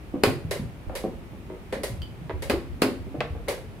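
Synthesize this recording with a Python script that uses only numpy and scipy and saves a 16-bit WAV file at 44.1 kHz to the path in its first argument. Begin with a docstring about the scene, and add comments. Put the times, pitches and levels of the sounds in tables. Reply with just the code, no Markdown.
"""A felted chess piece knocks on its board, then a hand slaps a clock: blitz in a hard-walled hall.
The plastic clock's rocker cracks against its stop and rebounds; the case rings and drums the table top.
Pieces land edge first and rock flat, ringing the wood; two touch and clink. Clocks at farther tables
clack through the room, arms bump the table, and a low room noise lies under it all."""
import sys
import numpy as np
from scipy import signal
from scipy.fft import rfft, irfft
from scipy.io import wavfile
from scipy.ndimage import uniform_filter1d

SR = 44100
rng = np.random.default_rng(int(sys.argv[2]) if len(sys.argv) > 2 else 0)


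def wrap_up_sound(samples):
    """Save the sound to the file named by the first command line argument, as 16-bit audio."""
    columns = np.atleast_2d(samples).T
    # keep every value between -1 and 1, then stretch to whole-number steps
    tamed = np.clip(columns, -1, 1)
    steps = np.round(tamed * 32767).astype(np.int16)
    wavfile.write(sys.argv[1], SR, steps)


N = 167580
T = np.arange(32768) / SR  # time axis of one event [s]

# hall decay (frequency [Hz], t60 [s])
HALL_DECAY = [(150, 0.67), (400, 0.4133), (1000, 0.353), (3000, 0.38), (7000, 0.38), (15000, 0.34)]
# spectra of hall tail and room noise (frequency [Hz], gain [dB])
HALL_SPECTRUM = [(100, -0.24), (400, 1), (1500, 1), (5000, -1.3), (15000, -1.1)]
NOISE_SPECTRUM = [(25, -20), (50, 1.5), (80, -2), (120, -2.5), (200, -8), (300, -6), (400, -7.5),
                  (600, -14.5), (1000, -23), (1570, -29), (2360, -29), (4380, -41.5), (7000, -48),
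                  (10500, -47.5), (15500, -53)]
# stereo width of hall and cracks, and of room noise (frequency [Hz], side against mid [dB])
STEREO_WIDTH = [(100, 1.5), (300, -14), (700, -8), (1500, -2), (4000, -1), (12000, -0.5)]
NOISE_WIDTH = [(40, 1), (90, -10), (200, -8), (400, -11), (1000, -1), (4000, 0)]
# arms on the table (time [s], level [dB], frequency [Hz], t60 [s])
ARM_BUMPS = [(0.27, -9.5, 122, 0.064), (0.449, -7, 116, 0.028), (0.596, -11.5, 201, 0.028),
             (0.616, -18, 124, 0.048), (0.87, -12.5, 60.4, 0.032), (1.898, -26, 118, 0.11),
             (1.917, -26, 222, 0.038), (1.978, -29.5, 77, 0.19), (2.005, -16.5, 98, 0.037),
             (2.214, -23.5, 152, 0.066), (2.337, -22, 71.5, 0.13), (2.532, -18.5, 72, 0.061),
             (2.691, -25, 69.5, 0.13), (2.992, -23.5, 80.5, 0.14), (3.179, -23.5, 137, 0.11),
             (3.305, -17.5, 70, 0.057), (3.367, -28.5, 82.6, 0.056), (3.762, -37, 89, 0.17)]
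# far clacks (time [s], level [dB], case ring [dB], crack body [dB], treble [dB], pitch ratio,
# left minus right [dB])
FAR_SLAPS = [(0.5099, 2.5, -1, -4, -2.5, 1.01, 0.5), (0.9525, -1, -2.5, -8.5, -1.5, 1, 0),
             (1.725, 2, -2, -2.5, -14, 0.98, 0.5), (1.8337, -3, 2, -0.5, 4.5, 1.04, 1),
             (2.4221, -4, -3.5, -3.5, -2, 1.01, 1), (3.483, 1.5, -5.5, 4, -1, 1.03, 0)]
# pieces set down, and one soft tick just before the last far clack (time [s], level [dB],
# contact corner [Hz], board boom [dB], room [dB], wood pitch ratio, first rocking interval [s],
# change per contact [dB])
KNOCKS = [(0.137, -7, 460, 7.5, -0.5, 1.01, .014, -8.5), (0.895, -10.5, 890, -4, -3.5, 1.06, 0.028, -7.5),
          (1.038, 0.5, 487, 2.5, -8.5, 0.93, 0.0092, -2), (1.329, -20.5, 616, 3, -9, 0.75, 0.015, -8),
          (1.499, -13.5, 870, -1, -6, 0.79, 0.019, -3.5), (1.728, -9.5, 342, 8.5, -16, 0.9, 0.035, -2.5),
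          (2.2955, -8, 1940, -13, -12, 0.79, 0.0072, -1), (2.533, 5, 380, -6, -16, 0.73, 0.0028, -5.5),
          (3.064, -21, 630, 10.5, -5.5, 0.83, 0.0081, -7), (3.141, -10.5, 550, 6.5, -2.5, 1, 0.0068, -6.5),
          (3.2055, 0, 3620, -9.5, -11, 1, .0045, -7.5), (3.349, -18, 850, -4, -5.5, 0.98, .007, -2),
          (3.4773, -12.5, 1620, -2, -30, 0.94, 0.0058, -1.5), (3.666, -33, 380, -2, -25, 0.78, .015, -17.5)]
# near slaps (time [s], level [dB], table boom [dB], treble [dB], rebound [dB], rocker ring [Hz])
NEAR_SLAPS = [(0.2362, 1.5, -5.5, -8.5, -8, 2426), (2.4983, -4, -7, -11, 0, 2075),
              (2.8193, -1.5, 0, -8.5, 0.5, 2770)]
# contact spectra of far rockers, knocks and near rocker (frequency [Hz], gain [dB])
FAR_CRACK_SPECTRUM = [(100, -27.5), (450, 15.5), (1100, 1), (2100, 0.5), (3000, -3.5), (4600, -3.5),
                      (6000, -11), (10500, -10), (15000, -19.5)]
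KNOCK_SPECTRUM = [(100, -17), (450, -41), (900, 10), (2600, 8), (4600, 1.5), (6500, -8), (15000, -7)]
NEAR_CRACK_SPECTRUM = [(100, -9), (350, 18), (780, 6.5), (1150, 3.5), (1800, 3), (2430, 2.5), (3400, -2),
                       (4300, 0.5), (4950, 0.5), (5500, -10), (8000, -8), (10500, -6), (15000, -15)]
# modes of the struck bodies (frequency [Hz], level [dB], t60 [s])
FAR_CASE_MODES = [(395, -5, 0.075), (528, 6.5, 0.033), (565, 3.5, 0.048), (943, -9, 0.053),
                  (1820, -7.5, 0.054), (2038, -3.5, 0.024)]
CLINK_MODES = [(3000, -0.5, 0.035), (3134, -2.5, 0.051), (3400, -7, .025), (4470, -7, 0.02),
               (4770, -6, 0.028), (8600, -20, 0.015)]
BOARD_MODES = [(198, -3, 0.073), (281.8, -0.5, 0.047), (376.7, -5.5, 0.062)]
WOOD_MODES = [(475, 1.5, 0.075), (595, -0.5, 0.08), (694, 3, 0.027), (807, 2, 0.034), (1154, 0.5, 0.03),
              (1600, -1, 0.011), (2050, -8, 0.039), (2580, -5, 0.044)]
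TABLE_MODES = [(113, -16.5, 0.56), (264, 8, 0.18)]
NEAR_CASE_MODES = [(352.5, -10, 0.45), (412.6, -3, 0.18), (504, -9, 0.21), (562, -3, 0.19),
                   (760, -3, 0.029), (959, -12.5, 0.082), (1085, -12.5, 0.26), (1443, -13.5, 0.12),
                   (1925, -24, 0.043), (2510, -9.5, 0.062), (3014, -11.5, 0.07), (4220, -8, 0.03),
                   (4950, -6.5, 0.016)]


def undb(db):
    """Decibels to gain."""
    return 10 ** (np.asarray(db) / 20)


def at(points, hz):
    """Interpolate (Hz, value) points over log frequency."""
    points_hz, values = np.array(points, float).T
    return np.interp(np.log(hz + 1), np.log(points_hz), values)


def bins_hz(size):
    """FFT bin frequencies."""
    return np.fft.rfftfreq(size, 1 / SR)


def shape(x, db):
    """Minimum-phase filter from a gain per bin."""
    size = x.shape[-1]
    cepstrum = irfft(db * np.log(10) / 20, size)
    cepstrum[1:size // 2] *= 2
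    cepstrum[size // 2 + 1:] = 0
    return irfft(rfft(x) * np.exp(rfft(cepstrum)), size)


def colour(x, points):
    """Filter by (Hz, dB) points."""
    return shape(x, at(points, bins_hz(x.shape[-1])))


def soften(x, corner_hz):
    """Two-pole low-pass: soft contact or dull wall."""
    return shape(x, -10 * np.log10(1 + (bins_hz(len(x)) / corner_hz) ** 4))


def brighten(x, db, corner_hz=3500):
    """Treble shelf."""
    hz = bins_hz(len(x))
    return shape(x, db * hz ** 2 / (hz ** 2 + corner_hz ** 2))


def fade(t60_s):
    """Exponential decay."""
    return np.exp(-np.log(1000) * T / t60_s)


def unit(x):
    """Scale to unit energy."""
    return x / np.sqrt(np.sum(x ** 2, axis=-1, keepdims=True))


def late(x, delay_s):
    """Fractional delay."""
    return np.interp(T - delay_s, T, x, left=0)


def stereo(pair, width):
    """Independent mid and side to left and right."""
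    side = colour(pair[1], width)
    return np.array([pair[0] + side, pair[0] - side])


def through(x, paths):
    """Convolve with a left and a right path."""
    return signal.fftconvolve(paths, x[None])[:, :len(T)]


def add(out, time_s, x):
    """Mix in one event."""
    start = int(time_s * SR)
    out[:, start:start + len(T)] += x[..., :N - start]


def click(spectrum):
    """One contact: a filtered impulse."""
    return colour(signal.unit_impulse(len(T)), spectrum)


def ring(modes, pitch=1):
    """Struck modes; neighbours swing in opposite directions."""
    return sum((-1) ** k * undb(db) * fade(t60_s) * np.sin(2 * np.pi * hz * pitch * T)
               for k, (hz, db, t60_s) in enumerate(modes))


def crack(t60_s, side_db):
    """Dense, damped modes that spread a contact in time, differently left and right."""
    bursts = unit(rng.standard_normal((2, len(T))) * fade(t60_s))
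    power = uniform_filter1d(abs(rfft(bursts)) ** 2, size=300)
    whitened = np.array([shape(burst, -10 * np.log10(p)) for burst, p in zip(bursts, power)])
    return stereo(whitened * undb([[0], [side_db]]), STEREO_WIDTH)


def case_ripple(x, depth_db, spacing_hz, above_hz=800):
    """A plastic case's small upper resonances: random peaks and dips."""
    hz = bins_hz(len(x))
    peaks = np.interp(hz / spacing_hz, np.arange(2000), rng.uniform(-1, 1, 2000))
    return shape(x, depth_db * peaks * hz ** 2 / (hz ** 2 + above_hz ** 2))


def hall(early_t60_s=0.2, early_db=1.5, build_s=0.01):
    """Room response: scatter off tables and players, then the diffuse tail."""
    noise = rfft(rng.standard_normal((2, len(T))))
    centres_hz = np.geomspace(100, 16000, 8)
    tail = 0
    for hz, weights in zip(centres_hz, np.eye(len(centres_hz))):
        band = at(list(zip(centres_hz, weights)), bins_hz(len(T)))
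        tail += irfft(noise * band) * fade(at(HALL_DECAY, hz))
    tail = colour(unit(tail * (1 - np.exp(-T / build_s))), HALL_SPECTRUM)
    early = unit(rng.standard_normal((2, len(T))) * fade(early_t60_s))
    return stereo(tail + undb(early_db) * early, STEREO_WIDTH)


def in_room(body, room_db):
    """Direct sound, table-top reflection, one wall's dull echo and the hall."""
    table_echo = undb(-11) * late(body, delay_s=0.0095)
    wall = undb(-8) * late(soften(body, corner_hz=700), delay_s=0.043)
    return body + table_echo + wall + undb(room_db) * through(body, hall())


def room_noise(level_db=-40, waver_db=2, split_hz=344):
    """Wavering rumble under a steady hiss."""
    noise = colour(stereo(rng.standard_normal((2, N)), NOISE_WIDTH), NOISE_SPECTRUM)
    rumble = np.array([soften(channel, split_hz) for channel in noise])
    hiss = shape(noise, -10 * np.log10(1 + (split_hz / (bins_hz(N) + 1)) ** 2))
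    waver = signal.resample(rng.uniform(-1, 1, 32), N)
    return undb(level_db) * (rumble * undb(waver_db * waver) + hiss) / noise.std()


def arm_bumps(rise_s=0.0045):
    """Arms thud on the table: one low mode each, soft onset."""
    out = np.zeros((2, N))
    for time_s, db, hz, t60_s in ARM_BUMPS:
        thud = ring([(hz, db, t60_s)]) * (1 - np.exp(-T / rise_s))
        add(out, time_s, in_room(thud, room_db=-7.5))
    return out


def far_clocks(crack_db=-7, ring_db=-22, swell_s=0.0048):
    """Clacks heard mostly through the hall; the ring swells as the table takes it up."""
    out = np.zeros((2, N))
    rocker = case_ripple(click(FAR_CRACK_SPECTRUM), depth_db=5, spacing_hz=71.1)
    swell = 1 - np.exp(-(T / swell_s) ** 2)
    for time_s, db, case_db, body_db, treble_db, pitch, pan_db in FAR_SLAPS:
        bass_shelved = undb(body_db) * brighten(rocker, -body_db, corner_hz=1000)
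        tick = undb(crack_db) * brighten(bass_shelved, treble_db)
        snap = through(tick, crack(t60_s=0.11, side_db=-1) + undb(6) * hall())
        body = undb(ring_db + case_db) * ring(FAR_CASE_MODES, pitch) * swell
        gains = undb([[db + pan_db / 2], [db - pan_db / 2]])
        add(out, time_s, gains * (snap + in_room(body, room_db=-6)))
    return out


def clink(time_s=2.0185, tick_db=-25, ring_db=-39.5, chatter_s=0.0105, chatter_db=-7):
    """Two pieces touch in a capture and chatter once."""
    out = np.zeros((2, N))
    body = undb(ring_db) * ring(CLINK_MODES)
    for delay_s, db in ((0, 0), (chatter_s, chatter_db)):
        paths = crack(t60_s=0.021, side_db=1) + undb(-6) * hall()
        tick = undb(tick_db) * through(click(KNOCK_SPECTRUM), paths)
        add(out, time_s + delay_s, undb(db) * (tick + in_room(body, room_db=-3.5)))
    return out


def knocks(wood_db=-23, contact_cycles=0.92, rock_ratio=0.85):
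    """Felted pieces land edge first, then rock flat ever faster; gentle contacts are duller, slower.
    Also plays the soft tick before the last far clack."""
    out = np.zeros((2, N))
    for time_s, db, contact_hz, boom_db, room_db, pitch, rock_s, rock_db in KNOCKS:
        tick = soften(click(KNOCK_SPECTRUM), contact_hz)
        wood = ring(WOOD_MODES, pitch) + undb(boom_db) * ring(BOARD_MODES)
        body = undb(wood_db) * soften(wood, contact_hz)
        swell = 1 - np.exp(-T * contact_hz / contact_cycles)
        tail = through(tick, undb(room_db) * hall()) + in_room(body, room_db)
        for k, delay_s in enumerate((0, rock_s, rock_s * (1 + rock_ratio))):
            knock = through(tick, crack(t60_s=0.005, side_db=-3)) + tail
            add(out, time_s + delay_s, undb(db + k * rock_db) * knock * swell)
    return out


def near_clock(crack_db=9, crack_t60_s=0.0085, ring_db=-19, side_db=-1):
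    """A finger meets the rocker, which hits its stop and rebounds; the case drums the table."""
    finger_lead_s, finger_db = 0.0019, -20
    rocker_db, rocker_t60_s = -7, 0.055  # its pitch varies with the grip
    out = np.zeros((2, N))
    for time_s, db, boom_db, treble_db, rebound_db, rocker_hz in NEAR_SLAPS:
        contact = case_ripple(click(NEAR_CRACK_SPECTRUM), depth_db=1, spacing_hz=90)
        tick = undb(crack_db) * brighten(contact, treble_db)
        snap = through(tick, crack(crack_t60_s, side_db) + undb(-2) * hall())
        rattle = crack(t60_s=0.095, side_db=side_db)
        rebound = undb(rebound_db) * through(late(tick, delay_s=0.0031), rattle)
        rocker = ring([(rocker_hz, rocker_db, rocker_t60_s)])
        body = undb(ring_db) * (ring(NEAR_CASE_MODES) + rocker + undb(boom_db) * ring(TABLE_MODES))
        add(out, time_s, undb(db) * (snap + rebound + in_room(body, room_db=-10)))
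        finger = through(tick, crack(crack_t60_s, side_db))
        add(out, time_s - finger_lead_s, undb(db + finger_db) * finger)
    return out


def scene():
    """Near game, far clocks and room."""
    return near_clock() + far_clocks() + knocks() + clink() + arm_bumps() + room_noise()


def record(dry, low_cut_hz=11, high_cut_hz=15500):
    """Two band-limited microphones, the right one brighter."""
    left = brighten(dry[0], db=2, corner_hz=8000)
    right = brighten(dry[1], db=6.5, corner_hz=8100)
    low_cut = signal.butter(2, low_cut_hz, "high", fs=SR, output="sos")
    high_cut = signal.ellip(8, .2, 80, high_cut_hz, fs=SR, output="sos")
    return signal.sosfilt(high_cut, signal.sosfilt(low_cut, np.array([left, right])))


dry = scene()
out = record(dry)
wrap_up_sound(out)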